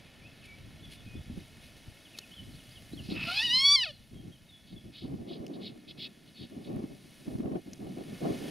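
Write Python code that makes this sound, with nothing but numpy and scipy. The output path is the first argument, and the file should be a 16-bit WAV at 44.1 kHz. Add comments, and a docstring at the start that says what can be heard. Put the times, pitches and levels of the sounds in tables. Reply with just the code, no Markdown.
"""Hare screaming in a windy meadow

A snared hare screams once beside a hedge, some ten metres away: voice harmonics follow a pitch arch, with
rasping air around them. The cry starts rough, rises to a clean shriek and collapses. Held down, the hare
hisses hoarsely, made from bursts of shaped noise. Long grass rustles in clouds of clicks and its stalks snap
as ringing cracks. A songbird sings bending sines, hedge leaves and seed heads wash and fizz as filtered
noise, and gusts buffet the microphone as lumpy noise with low thumps and bright spatter."""
import sys
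import numpy as np
from scipy import signal
from scipy.fft import rfft, irfft, next_fast_len
from scipy.io import wavfile
from scipy.ndimage import uniform_filter1d

SR = 44100
rng = np.random.default_rng(int(sys.argv[2]) if len(sys.argv) > 2 else 0)


def unload_wav(signal):
    """Save mono or channel-first audio to the path in sys.argv[1] as 16-bit WAV at rate SR, clipped to [-1, 1]."""
    wavfile.write(
        sys.argv[1],
        SR,
        np.round(np.clip(np.atleast_2d(signal).T, -1, 1) * 32767).astype(np.int16),
    )


N = 374850  # length of the scene in samples
EDGE_HZ = 15700  # upper limit of the sound


def amp(db):
    """Turns decibels into a gain."""
    return 10 ** (np.asarray(db) / 20)


def unit(x):
    """Scales a sound to rms 1."""
    return x / np.sqrt(np.mean(x ** 2) + 1e-20)


def read(points, hz):
    """Reads a curve over pitch, with straight lines between points on a log-frequency axis."""
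    f, value = np.transpose(points)
    return np.interp(np.log(hz + 1), np.log(f + 1), value)


def curves(rows, t):
    """Reads each column of a time table at the times t."""
    s, *columns = np.transpose(rows)
    return [np.interp(t, s, c) for c in columns]


def add(mix, s, sound):
    """Mixes a sound in, starting at s seconds."""
    part = mix[round(s * SR):][:len(sound)]
    part += sound[:len(part)]


def tint(x, colour):
    """Gives a sound a tone colour by scaling its frequencies, at rms 1."""
    size = next_fast_len(len(x))
    gain = amp(read(colour, np.fft.rfftfreq(size, 1 / SR)))
    return unit(irfft(rfft(x, size) * gain, size)[:len(x)])


def wobble(n, hz):
    """Smooth random motion up to about hz, at rms 1: random points joined and then averaged."""
    step = SR / (2 * hz)
    points = rng.standard_normal(int(n / step) + 4)
    joined = np.interp(np.arange(n) / step, np.arange(len(points)), points)
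    return unit(uniform_filter1d(joined, int(step / 2) + 1))


def crackle(per_s, spread_db):
    """Random clicks of uneven size, at rms 1."""
    size = amp(spread_db * np.minimum(rng.exponential(1, N), 4))
    happens = rng.random(N) < per_s / SR
    return unit(size * rng.standard_normal(N) * happens)


def spectra(x):
    """Splits a sound into short-time spectra: Hz as a column, frame times, values."""
    hz, t, z = signal.stft(x, SR, nperseg=1024, noverlap=768)
    return hz[:, None], t, z


def waveform(z):
    """Turns short-time spectra back into sound."""
    return signal.istft(z, SR, nperseg=1024, noverlap=768)[1][..., :N]


def scream(jitter=0.0142, waver=0.0028, shimmer=0.26, smear=0.49, flutter_db=1.85, dull_db=2.4,
           voice_db=3.0, rasp_db=0, pulsing=0.69, rattle=0.13):
    """Vocal folds go from ragged to clean as the pitch arches; air rasps through them in puffs."""
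    # pitch of the scream, which climbs, catches once, peaks and collapses: t/s, f/Hz
    cry = [(3.23, 640), (3.3, 693.6), (3.375, 837), (3.41, 890), (3.445, 990), (3.49, 931), (3.55, 1017),
           (3.665, 1133), (3.7, 1137), (3.735, 1165), (3.755, 1146), (3.767, 1076), (3.79, 1034),
           (3.83, 956), (3.87, 650), (3.925, 540)]
    # gain on each harmonic by its pitch: f/Hz, gain/dB
    harmonic_gain = [(400, -30), (550, 1), (720, -4), (930, -21.5), (1150, -13.5), (1380, 2.5), (1580, -17),
                     (1850, -1), (2300, -8), (2600, 7), (3000, 2.5), (4600, 2), (5700, -10), (6700, -25.5),
                     (10300, -23.5), (12000, -41.5), (15000, -35)]
    # how raw the voice is: t/s, level of the rasping air/dB, roughness of the folds (0 is clean)
    rasp = [(3.02, -59.5, 0.36), (3.14, -50, 0.77), (3.17, -40, 1.08), (3.37, -37.5, 0.72),
            (3.51, -44.5, .35), (3.599, -43, 0.3), (3.72, -53, 0), (3.85, -60, 0.32), (3.924, -73, 0.3)]
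    # colour of the air through the open mouth: f/Hz, gain/dB
    rasp_colour = [(400, -23), (900, -34), (1400, -26.5), (1650, -32), (2100, -29), (2600, 0.5), (3300, -2),
                   (4300, 9), (5200, 3), (6200, -10), (8000, -16), (10000, -6.5), (15500, -28)]
    top_hz, top_db, effort_db_per_octave = 1146, -28, 23  # the higher the cry, the harder it is pushed
    voice_on_s, voice_off_s = 0.05, 0.017  # the folds start and stop vibrating
    collapse_s, collapse_db = 3.76, -4  # the voice breaks and loses strength
    catch_s, catch_half_s, catch_db = 3.465, 0.06, -4.5  # the voice catches on its way up

    t = np.arange(rasp[0][0], rasp[-1][0], 1 / SR)
    n = len(t)
    hz, = curves(cry, t)
    effort_db = top_db + effort_db_per_octave * np.log2(hz / top_hz)
    effort_db = effort_db + collapse_db * np.clip((t - collapse_s) / 0.0067, 0, 1)
    effort_db = effort_db + catch_db * np.exp(-((t - catch_s) / catch_half_s) ** 2)
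    air_db, rough = curves(rasp, t)
    hz = hz * (1 + jitter * rough * wobble(n, 220) + waver * wobble(n, 45.56))
    phase = 2 * np.pi * np.cumsum(hz) / SR

    folds = np.zeros(n)
    for k in range(1, 22):
        # ragged folds lose their upper harmonics: these weaken and smear into noise
        upper = np.clip(k - 2, 0, 8)
        gain_db = read(harmonic_gain, k * hz) - dull_db * rough * upper
        gain_db = gain_db + flutter_db * (0.94 + rough) * wobble(n, 29.92)
        slip = rng.uniform(0, 2 * np.pi) + smear * rough ** 2 * upper * wobble(n, 260)
        folds += amp(gain_db) * np.cos(k * phase + slip) * (k * hz < EDGE_HZ)
    starting = np.clip((t - cry[0][0]) / voice_on_s, 0, 1) ** 2
    stopping = np.clip((t[-1] - t) / voice_off_s, 0, 1)
    folds *= starting * stopping * amp(effort_db + voice_db)
    folds *= 1 + shimmer * rough * wobble(n, 173)

    # the air comes in one puff per swing of the folds
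    puffs = rng.standard_normal(n) * (1 + pulsing * np.cos(phase)) * (1 + rattle * wobble(n, 150))
    air = amp(air_db + rasp_db) * through_mouth(puffs, 1 - rough ** 2, rasp_colour)
    return t[0], (folds + air) * signal.windows.tukey(n, 0.02)


def hisses(rattle=0.12, hiss_db=0, uneven_db=1.6):
    """Unvoiced air rattles through the tight throat in short bursts while the mouth opens and shuts."""
    # hoarse hisses: start t/s, length/s, level/dB, swell from start to end/dB
    bursts = [(3.088, 0.057, -46.5, -8), (4.642, 0.13, -61.5, -4), (4.914, 0.19, -53, -15),
              (5.258, .135, -52, -4), (5.516, 0.067, -59.5, 2), (5.587, 0.14, -50.5, 5),
              (5.864, 0.07, -51.5, 3), (5.963, 0.125, -42, 5), (6.245, .065, -63.5, 0),
              (6.328, 0.17, -55, 0), (6.625, 0.074, -60, 0)]
    # colour of a hiss with the mouth open: f/Hz, gain/dB
    hiss_colour = [(700, -59), (1500, -45), (2100, -8.5), (2700, -5), (3350, 6), (4400, 3), (5200, -9.5),
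                   (6200, -33), (9000, -36), (15000, -30)]
    out = np.zeros(N)
    for s, length, db, swell_db in bursts:
        n = int(length * SR)
        u = np.linspace(0, 1, n)  # progress through the burst
        opening = np.sqrt(abs(np.sin(np.pi * u)))
        air = through_mouth(rng.standard_normal(n), opening, hiss_colour)
        air = air * (1 + rattle * wobble(n, 167.0))
        level_db = db + hiss_db + swell_db * (u - 0.5) + uneven_db * wobble(n, 39.6)
        add(out, s, air * amp(level_db) * signal.windows.tukey(n, 0.8))
    return out


def through_mouth(air, opening, open_colour):
    """Rushing air is a narrow band while the mouth is nearly shut, and widens as it opens."""
    # colour with the mouth nearly shut: f/Hz, gain/dB
    shut_colour = [(400, -20), (900, -16), (1400, -12.5), (1650, -14), (2100, -9.5), (2600, 3.5),
                   (3100, -8.5), (4300, -14), (5100, -16), (6200, -37), (15500, -37)]
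    return (1 - opening) * tint(air, shut_colour) + opening * tint(air, open_colour)


def songbird(waver=0.0093, song_db=0):
    """Each note is a near sine that bends in one of a few shapes."""
    # notes: start t/s, length/s, shape, middle pitch f/Hz, level/dB
    notes = [(.05, 0.058, "arch", 2460, -64), (0.207, 0.082, "rise", 2480, -60),
             (0.424, 0.038, "fall", 2520, -59), (0.461, 0.11, "whistle", 2284, -56.5),
             (0.824, 0.041, "arch", 3480, -56), (.971, 0.045, "arch", 3550, -60),
             (1.04, .15, "whistle", 2500, -63.5), (1.155, 0.041, "arch", 3480, -61),
             (2.046, .035, "fall", 3100, -59), (2.133, 0.036, "fall", 2600, -56.5),
             (2.213, 0.042, "fall", 2670, -58.5), (2.309, .043, "rise", 3190, -55),
             (2.356, .063, "hook", 3060, -52), (2.53, 0.037, "rise", 4300, -62.5),
             (2.583, 0.03, "fall", 3110, -59.5), (2.701, .03, "rise", 4670, -62),
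             (2.749, .044, "fall", 3070, -56.5), (2.916, .045, "rise", 4110, -57.5),
             (2.969, .046, "fall", 3010, -50.5), (3.904, 0.088, "arch", 4165, -66),
             (4.14, 0.089, "whistle", 3230, -64), (4.314, 0.056, "arch", 3215, -61),
             (4.476, .105, "hook", 3460, -61), (4.757, 0.039, "arch", 3440, -59.5),
             (6.335, 0.07, "whistle", 4400, -61), (6.362, .05, "whistle", 3630, -61)]
    # shape name: first and last pitch/semitones from the middle of the note
    shapes = {"fall": (2.5, -2.5), "rise": (-1.81, 2.2), "arch": (-.8, -1.8), "whistle": (0.41, 0.16),
              "hook": (2.3, .05)}
    song = np.zeros(N)
    tremble = 1 + waver * wobble(N, 180)
    for s, length, shape, middle_hz, db in notes:
        u = np.linspace(0, 1, int(length * SR))
        first, last = shapes[shape]
        # a parabola through the first, middle and last pitch
        semitones = np.polyval(np.polyfit([0, 0.5, 1], [first, 0, last], 2), u)
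        hz = middle_hz * 2 ** (semitones / 12) * tremble[int(s * SR):][:len(u)]
        tone = np.sqrt(2) * np.sin(2 * np.pi * np.cumsum(hz) / SR)
        add(song, s, amp(db + song_db) * tone * signal.windows.tukey(len(u), 0.5))
    return song


def grass(splinter=0.85):
    """Blades brush past legs in clouds of tiny clicks; now and then a dry stalk snaps and rings."""
    # steps and kicks brushing the grass: middle t/s, half length/s, level/dB
    swishes = [(0.454, .02, -59), (0.93, 0.032, -53.5), (1.396, 0.04, -61.5), (1.653, 0.053, -60),
               (2.18, 0.0064, -51.5), (2.56, 0.046, -69), (2.726, .05, -62.5)]
    # colour of the brushing: f/Hz, gain/dB
    swish_colour = [(1000, -18), (2500, 8), (3500, 7.5), (6000, -4.5), (8000, -12), (10000, 1),
                    (15000, -23)]
    # dry stalks snapping: t/s, level/dB, ring f/Hz, decay time constant/s
    snaps = [(1.48, -50, 9300, 0.00082), (2.1871, -28.5, 4270, 0.0018), (5.4657, -36.5, 2900, 0.00075),
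             (5.48, -49, 5130, 0.00084), (7.733, -40.5, 5920, 0.0022)]
    # colour of the splintering noise: f/Hz, gain/dB
    snap_colour = [(900, -11), (2000, -8.5), (4200, 0.5), (6500, 1), (9000, -11.5), (15000, -17)]
    time = np.arange(N) / SR
    strokes = sum(amp(db) * np.exp(-((time - s) / half) ** 2) for s, half, db in swishes)
    out = strokes * tint(crackle(per_s=4000, spread_db=1.0), swish_colour)
    t = np.arange(2048) / SR
    for s, db, hz, decay in snaps:
        crack = np.sin(2 * np.pi * hz * t) + splinter * tint(rng.standard_normal(len(t)), snap_colour)
        onset = 1 - np.exp(-t / 0.00022)
        add(out, s, amp(db) * crack * np.exp(-t / decay) * onset)
    return out


def breeze(leaves_db=10.5, heads_db=15.0, grain=0.48, side_db=-26):
    """Hedge leaves give a soft wash, dry seed heads a finer fizz above it."""
    # level over time of the wash and fizz, which sink after the scream and a hard gust:
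    # t/s, relative leaves/dB, relative seed heads/dB
    levels = [(0, -62, -73.5), (3.0, -63, -66), (4.0, -69, -72.5), (5.8, -68, -74.5), (6.9, -66, -70.5),
              (7.3, -63.5, -66), (7.45, -70, -72.5), (7.95, -63, -68.5), (8.3, -55.5, -61),
              (8.5, -53, -58.5)]
    # colour of the wash and fizz together: f/Hz, gain/dB
    wash_colour = [(100, 4), (450, 1), (650, 3), (950, -7), (1300, -6), (1900, -1), (3200, -0.5),
                   (4500, -4.5), (6000, -8.5), (7800, -14.5), (8800, -12), (9500, -6), (11500, -11),
                   (15000, -19.5)]
    hz, t, z = spectra(rng.standard_normal(N) + grain * crackle(per_s=1500, spread_db=3.5))
    leaves, heads = curves(levels, t)
    fine = read([(3000, 0.054), (9000, 1)], hz)  # share of the seed heads at each pitch
    level_db = (1 - fine) * (leaves + leaves_db) + fine * (heads + heads_db)
    gain = amp(read(wash_colour, hz) + level_db)
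    side = amp(side_db) * waveform(spectra(rng.standard_normal(N))[2] * gain)
    return waveform(z * gain) + np.array([side, -side])


def wind(rumble_db=19, body_db=15.5, flutter_db=1, lumps_db=2.0, lumps_hz=35):
    """Lumpy turbulence, partly different at the two ports; strong gusts reach higher in pitch."""
    # colour of the wind: f/Hz, gain/dB
    wind_colour = [(10, -22), (35, -3.5), (70, 2.5), (110, 6), (220, 3), (300, 3.5), (400, 2.5),
                   (480, -8.5), (580, -6.5), (760, -10.5), (900, -27), (1100, -22.5), (1400, -36),
                   (3000, -50.5), (8000, -67)]
    # how alike left and right are: f/Hz, correlation
    alike = [(25, 0.41), (60, 1), (125, 0.67), (250, 0.86), (500, -0.078), (900, -0.22), (1500, -0.74)]
    # how strongly each pitch follows the rumble: f/Hz, share
    rumble_share = [(30, 1.31), (100, 1.21), (175, 0)]
    hz, t, (common, apart) = spectra(rng.standard_normal((2, N)))
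    rumble, body, flutter = airflow(t)
    low = read(rumble_share, hz)
    high = read([(250, 0.0026), (400, 0.98)], hz)  # share of the flutter
    level_db = low * (rumble + rumble_db) + (1 - low - high) * (body + body_db)
    level_db = level_db + high * (flutter + flutter_db)
    gain = amp(read(wind_colour, hz) + level_db)
    same = np.clip(read(alike, hz), -0.9, 1)
    mid = waveform(common * gain)
    side = waveform(apart * gain * np.sqrt((1 - same) / (1 + same)))
    lumps = unit(amp(lumps_db * wobble(N, lumps_hz)))
    return np.array([mid + side, mid - side]) * lumps


def airflow(t):
    """Gusts rise, hold and fall on top of the draught: dB of rumble, body and flutter at the times t."""
    # light air that keeps moving over the microphone: t/s, relative level/dB, brightness/dB
    draught = [(0, -60, 4.5), (.7, -55.5, 0), (1.6, -57.5, -2), (2.15, -59.5, 8), (2.7, -57, -1.5),
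               (3.9, -61, -4), (4.55, -61.5, 0.5), (5.6, -52.5, 15), (6.3, -58, 11), (8.5, -52, 9)]
    # gusts; bright ones have less rumble and more flutter:
    # start t/s, length/s, relative level/dB, brightness/dB
    gusts = [(0.225, .06, -58, -1), (0.594, 0.56, -58.5, -3.5), (1.153, 0.059, -43.5, -2),
             (1.286, .07, -44, -2), (1.361, 0.053, -42.5, 5), (1.867, 0.056, -55.5, -6),
             (2.37, .25, -54, -0.5), (2.919, .38, -45.5, 2), (3.09, 0.075, -37, 13),
             (3.438, .07, -44.5, 9.5), (3.52, 0.14, -51, 5), (4.111, 0.083, -48, 2), (4.19, .12, -45, 6.5),
             (4.711, 0.074, -45, 4), (4.843, 0.066, -45.5, 4.5), (5.017, .23, -40.5, 8.5),
             (5.25, 0.39, -42.5, 23.5), (5.622, .16, -47, 17.5), (5.874, .22, -50.5, 12.5),
             (6.392, 0.069, -43.5, 10), (6.515, .13, -42, 14.5), (6.667, 0.19, -36.5, 13.5),
             (6.874, 0.099, -45, 12.5), (7.043, 0.035, -50, 7), (7.268, 0.21, -38, 11.5),
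             (7.436, 0.15, -34.5, 16), (7.658, 0.097, -45.5, 14), (7.799, 0.15, -40.5, 13),
             (7.964, 0.075, -39.5, 19.5), (8.05, 0.13, -44, 14), (8.215, 0.12, -33, 22),
             (8.334, .18, -40.5, 21)]
    gust_rise_s, gust_fall_s = 0.025, 0.047  # every gust has the same slopes
    flutter_per_brightness = 0.44  # dB of flutter gained for each dB of rumble lost
    hard_gust_db, flutter_per_excess = -44, 0.47  # above this level, extra flutter in dB for each dB
    flows = [(0.98, *curves(draught, t))]
    for s, length, db, bright_db in gusts:
        edges = np.minimum((t - s) / gust_rise_s, (s + length - t) / gust_fall_s)
        flows.append((np.clip(edges + 0.5, 0, 1), db, bright_db))
    power = np.zeros((3, len(t)))
    for share, db, bright_db in flows:
        excess_db = np.maximum(db - hard_gust_db, 0)
        flutter_db = db + flutter_per_brightness * bright_db + flutter_per_excess * excess_db
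        power += [(share * amp(band_db)) ** 2 for band_db in (db - bright_db, db, flutter_db)]
    return 10 * np.log10(power)


def thumps(hz=210, rise=0.0032, thump_db=-3):
    """An eddy strikes each port as a short, heavily damped swing of pressure."""
    # single eddies thumping the microphone: t/s, relative level/dB
    eddies = [(1.153, -31.5), (1.297, -31.5), (1.375, -30), (2.933, -29), (3.089, -26), (3.12, -21.5),
              (5.138, -26), (5.401, -30), (6.764, -24.5), (6.839, -24), (7.278, -23.5), (7.351, -23.5),
              (7.402, -22.5), (7.454, -24.5), (7.515, -27), (7.971, -28), (8.226, -31), (8.31, -24.5)]
    out = np.zeros((2, N))
    t = np.arange(2048) / SR
    pitch_factors = rng.uniform(0.67, 1.464, (len(eddies), 2))  # each port hears its own pitch
    for (s, db), factors in zip(eddies, pitch_factors):
        for port, factor in zip(out, factors):
            swell = t / rise * np.exp(1 - t / rise)
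            add(port, s, amp(db + thump_db) * swell * np.sin(2 * np.pi * hz * factor * t))
    return out


def splutter(pressure, splutter_db=3.0):
    """Wind pressure, squared so that hard swings dominate, tears into spatter at each port by itself."""
    # colour of the spatter: f/Hz, gain/dB
    spatter_colour = [(200, -27), (500, -6), (750, 3), (950, -8), (1400, -14), (2500, -11), (6000, -42)]
    return np.array([amp(splutter_db) * port ** 2 * tint(rng.standard_normal(N), spatter_colour)
                     for port in pressure])


def hedge(x):
    """Foliage scatters a faint, short tail: noise that dies away at its own speed at each pitch."""
    # time for the tail to fall by 60 dB: f/Hz, t60/s
    fade_times = [(500, 0.32), (3000, 0.62), (6000, 0.38), (12000, 0.17)]
    hz, t, z = spectra(rng.standard_normal(SR // 2))
    tail = waveform(z * amp(-60 * t / read(fade_times, hz)))
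    return signal.fftconvolve(x, tail / np.linalg.norm(tail))[:N]


def hollow(x, depth=0.55):
    """The directional microphone subtracts a delayed copy, which combs distant sound into a hollow tone."""
    delay = 0.00253  # s
    hz = np.fft.rfftfreq(N, 1 / SR)
    share = depth * read([(300, 0.021), (1000, 0.13), (2000, 0.97), (6000, 1), (9000, 0.64), (15000, 0.49)], hz)
    return irfft(rfft(x) * (1 - share * np.exp(-2j * np.pi * hz * delay)), N)


def scene(hare_echo_db=-27, bird_echo_db=-9):
    """Hare, bird and grass lie straight ahead, the breeze is slightly spread and the wind is wide."""
    hare = hisses()
    add(hare, *scream())
    bird = songbird()
    gusts = wind() + thumps()
    echo = hedge(amp(hare_echo_db) * hare + amp(bird_echo_db) * bird)
    return hollow(hare + bird + echo + grass() + breeze()) + gusts + splutter(gusts)


def record(dry):
    """A steep low-pass filter removes everything above the upper limit."""
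    low_pass = signal.firwin(511, EDGE_HZ, window=("kaiser", 9), fs=SR)
    return signal.oaconvolve(dry, low_pass[None], "same")


dry = scene()
out = record(dry)
unload_wav(out)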